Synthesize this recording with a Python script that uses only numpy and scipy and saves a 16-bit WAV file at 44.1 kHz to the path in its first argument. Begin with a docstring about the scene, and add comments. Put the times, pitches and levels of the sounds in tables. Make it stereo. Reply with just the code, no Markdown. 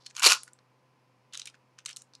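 """In a quiet room, a plastic twisty puzzle is turned by hand close to a pair of microphones in one place.
One layer is flicked round with a loud clatter of knocks, rattle and a low drone; then the pieces tick and rub
in two light runs as the puzzle is tipped and gripped again. A computer hums faintly behind.
Contacts are damped noise with a ring, rubbing is a shower of tiny slips, the computer is noise and sines;
a short room, a noise suppressor and a limiter follow."""
import sys
import numpy as np
from scipy import signal
from scipy.fft import rfft, irfft
from scipy.io import wavfile
from scipy.ndimage import uniform_filter1d, minimum_filter1d

SR = 44100
rng = np.random.default_rng(int(sys.argv[2]) if len(sys.argv) > 2 else 0)


def output_pcm(signal):
    """Save a mono or channel-first signal as 16-bit PCM at the path in sys.argv[1].

    Samples are clipped to [-1, 1] before scaling.
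    """
    pcm = np.clip(np.atleast_2d(signal).T, -1, 1) * 32767
    wavfile.write(sys.argv[1], SR, np.round(pcm).astype(np.int16))


N = 97020

# All source levels are taken ahead of the suppressor and limiter.
LIKENESS = 1  # of left and right in the puzzle's own sounds: 1 is identical
CLICK_DB, CLACK_DB = -1.31, -1  # trims of the light ticks and of the turn's knocks
CLICK_DECAY_S, CLACK_DECAY_S, RISE_S = 0.0013, 0.0012, 0.00042  # time constants
CONTACT_PEAK_DB = 4.5  # each contact favours the band around its ring pitch
RING_DB, RING_CYCLES = -3.5, 3.6  # ring against crowd; cycles in which it falls to 1/e
HARD_DB, RING_GROWTH = -10, 0.7  # knocks above HARD_DB ring more: dB for each dB of strength
RATTLE_PER_S, RATTLE_SPREAD_DB = 850, 5.5  # mean rate of slips and spread of their sizes
SCRAPE_PEAK_DB, PEAK_OCTAVES = 11, 0.44  # pitch peak of a scrape; width of every peak
THUMP_S, THUMP_HZ, THUMP_DECAY_S, THUMP_DB = 0.2628, 350, 0.0018, -34.5
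ROOM_DB, EARLY_DB = -16.5, -14  # energy of the tail and of the early cluster against a direct sound
EARLY_PEAK_S, EARLY_END_S = 0.0039, 0.033  # the early cluster is strongest, then begins its last drop
AIR_DB = -64.5
SUPPRESS_DB, OPEN_DB = 4.5, 19  # deepest cut; rise over the floor at which nothing is cut
CEILING, CUT_HZ = 0.88, 15800  # full scale is 1


def amp(db):
    """Turns decibels into an amplitude factor."""
    return 10 ** (np.asarray(db) / 20)


def evened(x):
    """Scales to rms 1."""
    return x / np.sqrt(np.mean(x ** 2) + 1e-20)


def read(points, hz):
    """Reads a table on a log-frequency axis."""
    f, value = np.transpose(points)
    return np.interp(np.log(hz + 1), np.log(f + 1), value)


def bump(hz, centre_hz):
    """A broad resonance of height 1 on a log-frequency axis."""
    return np.exp(-(np.log2((hz + 1) / centre_hz) / PEAK_OCTAVES) ** 2)


def add(mix, s, sound):
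    """Mixes a stereo sound in at time s."""
    part = mix[:, max(round(s * SR), 0):][:, :sound.shape[1]]
    part += sound[:, :part.shape[1]]


def pair(a, b, likeness):
    """Two channels share a and take b with opposite signs, less of it the more alike they are."""
    c = np.clip(likeness, 0, 1)
    return np.sqrt((1 + c) / 2) * a + np.sqrt((1 - c) / 2) * np.array([b, -b])


def causal(db):
    """The sharpest causal (minimum-phase) pulse with these gains, faded out at its end."""
    log_gain = np.log(amp(np.concatenate([db, db[-2:0:-1]])))
    pulse = irfft(np.exp(np.conj(signal.hilbert(log_gain)))[:len(db)])
    return pulse * np.hanning(2 * len(pulse))[len(pulse):]


def background(likeness=0.81, waver_hz=2.0):
    """Computer: shaped noise for the fan air, and sines whose pitch wavers slowly for the hum."""
    # fan air: hz, gain_db
    air_colour = [(25, -30.5), (60, -21), (100, -7), (170, -1.5), (300, -3), (700, -5.5), (1000, -2),
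                  (1400, -10.5), (2600, -12.5), (3500, -20), (5200, -19), (7500, -28), (11000, -30),
                  (15500, -41.5)]
    # hum partials: pitch_hz, rms level_db
    hum_partials = [(128, -67.5), (256, -78.5), (512, -75.5), (1020, -76)]
    noise = pair(*rng.standard_normal((2, N)), likeness)
    air_gain = amp(read(air_colour, np.fft.rfftfreq(N, 1 / SR)))
    out = amp(AIR_DB) * evened(irfft(rfft(noise) * air_gain, N))
    for hz, db in hum_partials:
        wander = evened(uniform_filter1d(rng.standard_normal(N), size=4000))
        # higher partials waver by more hertz
        drift_hz = waver_hz * np.sqrt(hz / hum_partials[0][0]) * wander
        phase = 2 * np.pi * np.cumsum(hz + drift_hz) / SR
        out = out + amp(db) * np.sqrt(2) * np.sin(phase)
    return out


def rattle(force, colour, peak_hz=1000, peak_db=0, size=2048):
    """Tiny random slips of plastic on plastic, as strong as the force, favouring one pitch."""
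    spread = amp(RATTLE_SPREAD_DB * np.minimum(rng.exponential(1, N), 2))
    sizes = spread * (rng.random(N) < RATTLE_PER_S / SR)
    slips = pair(rng.choice([-1., 1.], N), rng.standard_normal(N), LIKENESS) * sizes
    hz = np.fft.rfftfreq(size, 1 / SR)
    pulse = causal(read(colour, hz) + peak_db * bump(hz, peak_hz))
    pulse = pulse[None] / np.linalg.norm(pulse)
    return signal.oaconvolve(evened(slips) * force, pulse, axes=1)[:, :N]


def contact(row, colour, decay_s, size=2048):
    """A piece is struck: a crowd of heavily damped modes, and one that stands out and rings."""
    # weight of a contact's body over frequency: hz, share
    body_share = [(700, 0.12), (1500, 0.99), (3000, 0)]
    # weight of its bright edge over frequency: hz, share
    edge_share = [(5500, 0.031), (8500, 0.98)]
    level_db, ring_hz, body_db, edge_db = row
    t, hz = np.arange(size) / SR, np.fft.rfftfreq(size, 1 / SR)
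    rise = 1 - np.exp(-t / RISE_S)

    crowd = pair(*rng.standard_normal((2, size)), LIKENESS) * rise * np.exp(-t / decay_s)
    # the noise's own uneven spectrum is taken out, so that the colour holds
    lumps_db = 10 * np.log10(uniform_filter1d((abs(rfft(crowd)) ** 2).mean(0), size=61))
    gain_db = read(colour, hz) + body_db * read(body_share, hz) + edge_db * read(edge_share, hz)
    pulse = causal(gain_db + CONTACT_PEAK_DB * bump(hz, ring_hz) - lumps_db)
    crowd = signal.fftconvolve(crowd, pulse[None], axes=1)[:, :size]

    tone = np.sin(2 * np.pi * (ring_hz * t + rng.random()))
    motion = rise ** 3 * np.exp(-t * ring_hz / RING_CYCLES) * tone
    ring = np.gradient(np.gradient(motion))  # acceleration of the surface
    ring_db = RING_DB + RING_GROWTH * max(level_db - HARD_DB, 0)

    # the level is that of the whole energy packed into one millisecond
    millisecond = np.sqrt(SR / 1000 / size)
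    return evened(evened(crowd) + amp(ring_db) * evened(ring)) * millisecond * amp(level_db)


def contacts(table, colour, decay_s):
    """Plays a table of contacts, each struck at its own time."""
    out = np.zeros((2, N))
    for s, *row in table:
        add(out, s, contact(row, colour, decay_s))
    return out


def handling():
    """Loose pieces tick and rub as the grip changes; each rub swells and fades as a half ellipse."""
    # pieces rubbing under the fingers: start_s, length_s, peak level_db, scrape pitch_hz
    rubs = [(.0, 0.057, -63, 4500), (0.052, 0.023, -54.5, 4600), (0.097, 0.019, -57, 6800),
            (0.46, 0.039, -63.5, 1510), (1.324, 0.043, -51, 3400), (1.366, 0.076, -57.5, 2757),
            (1.45, 0.0463, -54.5, 2540), (1.536, 0.0204, -61, 2470), (1.781, 0.027, -58, 2700),
            (1.872, 0.058, -49.5, 2570), (1.969, 0.059, -62, 6500), (2.134, 0.0321, -65, 4600)]
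    # light ticks of single pieces: start_s, level_db before CLICK_DB, ring pitch_hz, body_db, edge_db
    ticks = [(0.0628, -34.5, 4040, -4, 4.5), (0.0662, -33.5, 4220, -6, -1.5), (0.1037, -50, 6260, 8, -2),
             (0.1084, -46.5, 2580, 9, -11), (0.1508, -42, 6910, 5, -30), (0.4335, -33.5, 10560, 3, 16),
             (0.4781, -42, 1487, 9, 9), (0.533, -43.5, 7893, 0.5, 17), (0.5886, -50, 4154, 10.5, -9),
             (1.3358, -36, 5990, -8, 9), (1.3398, -38.5, 6550, 8, -6.5), (1.3457, -34.5, 3020, 3, 0.5),
             (1.3521, -31, 3620, 0, -2), (1.3703, -43.5, 3420, -2.5, 0), (1.3741, -29, 6200, -6, 7.5),
             (1.3955, -31, 5800, -13, -2), (1.3979, -32, 5990, -6, 5), (1.417, -31, 3940, -3, -3),
             (1.4292, -57, 3990, 5, 4), (1.4562, -34.5, 8990, -10, 6), (1.4603, -40, 5500, 2, 2),
             (1.4723, -35, 3650, 3, 13.5), (1.4748, -35, 2585, -4, -3), (1.499, -49, 4940, 10, 11),
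             (1.5428, -45, 1550, 9.5, -8.5), (1.7874, -38.5, 6240, 7, -2), (1.8514, -43.5, 6400, 7, 6),
             (1.8593, -26, 8220, -7.5, -3), (1.8618, -27.5, 4490, -13.5, 5), (1.8906, -34, 7560, 6.5, 4),
             (1.8925, -38, 3080, 1, -3), (1.9005, -38, 3204, 3, -19), (1.9062, -43, 7000, -1, 5),
             (1.9101, -39.5, 2365, -4, 6), (1.9215, -52, 2870, -1, -11), (1.9296, -39.5, 5450, -8, 1),
             (1.9623, -34.5, 4200, -29, 17), (1.9686, -30.5, 6090, -6, 11.5),
             (2.0195, -40.5, 7470, -2.5, 12), (2.1358, -47.5, 4570, 0.5, -1.5), (2.1515, -40, 4480, -17, 2)]
    # colour of ticks and rubs: hz, gain_db
    tick_colour = [(60, -69.5), (300, -38.5), (700, -24.5), (1300, 0), (2000, -3.5), (2700, -2), (6000, -1),
                   (9500, -9.5), (12500, -26.5), (15500, -52.5)]
    t = np.arange(N) / SR
    out = amp(CLICK_DB) * contacts(ticks, tick_colour, CLICK_DECAY_S)
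    for s, length, db, hz in rubs:
        across = 2 * (t - s) / length - 1  # -1 to 1 over the rub
        force = amp(db) * np.sqrt(np.maximum(1 - across ** 2, 0))
        out += rattle(force, tick_colour, hz, SCRAPE_PEAK_DB)
    return out


def fast_turn():
    """The spinning layer knocks and rattles; the hollow puzzle drones under it and thumps once."""
    # force of the turn, as the level of its fine rattle: time_s, level_db
    turn_force = [(0.142, -70), (0.167, -45.5), (.19, -46), (.216, -45.5), (.236, -24.5), (0.267, -18.5),
                  (.281, -27.5), (0.306, -22.5), (.323, -25), (0.336, -31), (0.372, -51.5)]
    # pieces knocking past each other: start_s, level_db before CLACK_DB, ring pitch_hz, body_db, edge_db
    knock_rows = [(0.1659, -27, 6490, -3, -6.5), (0.1797, -33, 2960, 6.5, -10.5),
                  (0.1889, -34.5, 2240, 9.5, -0.5), (0.1952, -25.5, 7020, 2.5, 5.5),
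                  (0.1972, -29, 6900, -3.5, 6.5), (0.2022, -28, 2822, 13, -1.5), (0.2233, -19, 2540, 7, -5),
                  (0.2313, -17, 6540, 8, 6), (0.235, -14, 3630, 3, 0.5), (0.2441, -11, 4830, -3, -10.5),
                  (0.2492, -10.5, 4250, -4.5, 5.5), (0.2522, -15, 3200, -7.5, 2.5),
                  (0.2591, -10.5, 4447, -0.5, 2.5), (0.2628, -6, 4600, -3.5, 0.5),
                  (0.2658, -2, 4515, -5, 3), (0.2685, -4, 4224, -4.5, 8), (0.2721, -10, 2404, -4, 5),
                  (0.275, -11, 6630, -3, -0.5), (0.283, -16.5, 2800, 0.5, 0.5), (0.2885, -12, 5257, -1, 0),
                  (0.297, -18, 2810, -1, -8.5), (0.3015, -17, 6800, 1, -5.5), (0.3055, -17, 5820, 4, 0.5),
                  (0.311, -14.5, 2659, -2, -5), (0.3195, -11.5, 2562, 0, 0.5), (0.3218, -13, 4614, -2, 1.5),
                  (0.3310, -15.5, 6233, -2, -0.5), (0.3418, -28, 4200, 0.5, -3.5)]
    # colour of knocks and fine rattle: hz, gain_db
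    knock_colour = [(50, -81), (220, -54), (350, -38), (700, -15.5), (1000, -2.5), (1450, -1.5),
                    (1900, -10.5), (2600, 1.5), (3300, -6.5), (4500, -3), (7500, -6.5), (9600, -11.5),
                    (10800, -10), (12400, -23.5), (13500, -24), (15500, -44)]
    # low drone of the hollow puzzle: time_s, level_db
    drone_force = [(0.215, -75), (0.25, -48.5), (0.267, -29.5), (0.282, -47), (0.322, -46), (0.36, -70)]
    # colour of the drone: hz, gain_db
    drone_colour = [(50, -60), (230, -27), (340, -3.5), (600, 1), (4000, -55)]
    t = np.arange(N) / SR
    # silent outside each curve
    force = amp(np.interp(t, *np.transpose(turn_force), left=-np.inf, right=-np.inf))
    drone = amp(np.interp(t, *np.transpose(drone_force), left=-np.inf, right=-np.inf))
    # the hardest knock pushes the whole puzzle
    age = np.maximum(t - THUMP_S, 0)
    swell = age / (2 * THUMP_DECAY_S)
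    envelope = (swell * np.exp(1 - swell)) ** 2
    thump = amp(THUMP_DB) * envelope * np.cos(2 * np.pi * THUMP_HZ * age)
    knocks = amp(CLACK_DB) * contacts(knock_rows, knock_colour, CLACK_DECAY_S)
    return knocks + rattle(force, knock_colour) + rattle(drone, drone_colour) + thump


def room(x, onset_s=0.0023, likeness=0.93, size=16384):
    """Close reflections from desk and hands, then a small room's tail that decays by frequency."""
    # decay of the room: hz, t60_s
    decay_t60 = [(300, 0.02), (1000, 0.1851), (2500, 0.1676), (5500, 0.2771), (9000, 0.23), (14000, 0.03)]
    # colour of the tail: hz, gain_db
    tail_colour = [(300, -1), (1100, 7.5), (3000, -2.5), (8000, -6), (14000, -1.5)]
    hz, t, z = signal.stft(pair(*rng.standard_normal((2, size)), likeness), SR, nperseg=256)
    fall_db = -60 * t / read(decay_t60, hz)[:, None]
    gain = amp(fall_db + read(tail_colour, hz)[:, None])
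    tail = signal.istft(z * gain, SR)[1][:, :size]
    age = np.arange(size) / SR
    tail = tail * (1 - np.exp(-(age / onset_s) ** 2))

    early_times = [0, EARLY_PEAK_S, EARLY_END_S, EARLY_END_S + EARLY_PEAK_S]
    early_shape = np.interp(age, early_times, [0.66, 1, 0.66, 0.00031])
    early = pair(*rng.standard_normal((2, size)), likeness) * early_shape
    response = amp(ROOM_DB) * tail / np.linalg.norm(tail[0])
    response = response + amp(EARLY_DB) * early / np.linalg.norm(early[0])
    return signal.fftconvolve(x, response, axes=1)[:, :N]


def microphones(x):
    """Two microphones in one place: each has its own colour, half the lean up or down."""
    # balance of the two: hz, left_over_right_db
    balance = [(150, -1.5), (700, 4), (1300, 2), (1900, -0.5), (2700, -0.26), (3300, -4), (3980, -9),
               (4600, -1), (5100, 3), (6050, 3.5), (7000, 2.1), (7800, -3), (9000, 0.5)]
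    lean = amp(read(balance, np.fft.rfftfreq(N, 1 / SR)) / 2)
    return irfft(rfft(x) * np.array([lean, 1 / lean]), N)


def suppress(x, size=256):
    """Noise suppressor: turns down bands that are near their floor, which cuts the tails short."""
    z = signal.stft(x, nperseg=size)[2]
    power = (abs(z) ** 2).mean(0)
    power = uniform_filter1d(uniform_filter1d(power, 10, axis=0), 2, axis=1)
    power_db = 10 * np.log10(power.clip(1e-20))
    over_db = power_db - np.percentile(power_db, 20, axis=1, keepdims=True)
    # the cut eases off over the last 10 dB below OPEN_DB
    closed = np.clip((OPEN_DB - over_db) / 10, 0, 1)
    return signal.istft(z * amp(-SUPPRESS_DB * closed))[1][:, :N]


def scene():
    """The puzzle in its room, over the computer's hum."""
    puzzle = handling() + fast_turn()
    return microphones(puzzle + room(puzzle)) + background()


def record(dry, size=129):
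    """Noise suppressor; a quick limiter turns down peaks above the ceiling; then the band limit."""
    dry = suppress(dry)
    headroom = np.minimum(CEILING / (abs(dry).max(0) + 1e-9), 1)
    lowest = minimum_filter1d(headroom, size)
    gain = uniform_filter1d(uniform_filter1d(lowest, size // 2), size // 2)
    lowpass = signal.firwin(511, CUT_HZ, window=("kaiser", 9), fs=SR)
    return signal.oaconvolve(dry * gain, lowpass[None], "same", axes=1)


dry = scene()
out = record(dry)
output_pcm(out)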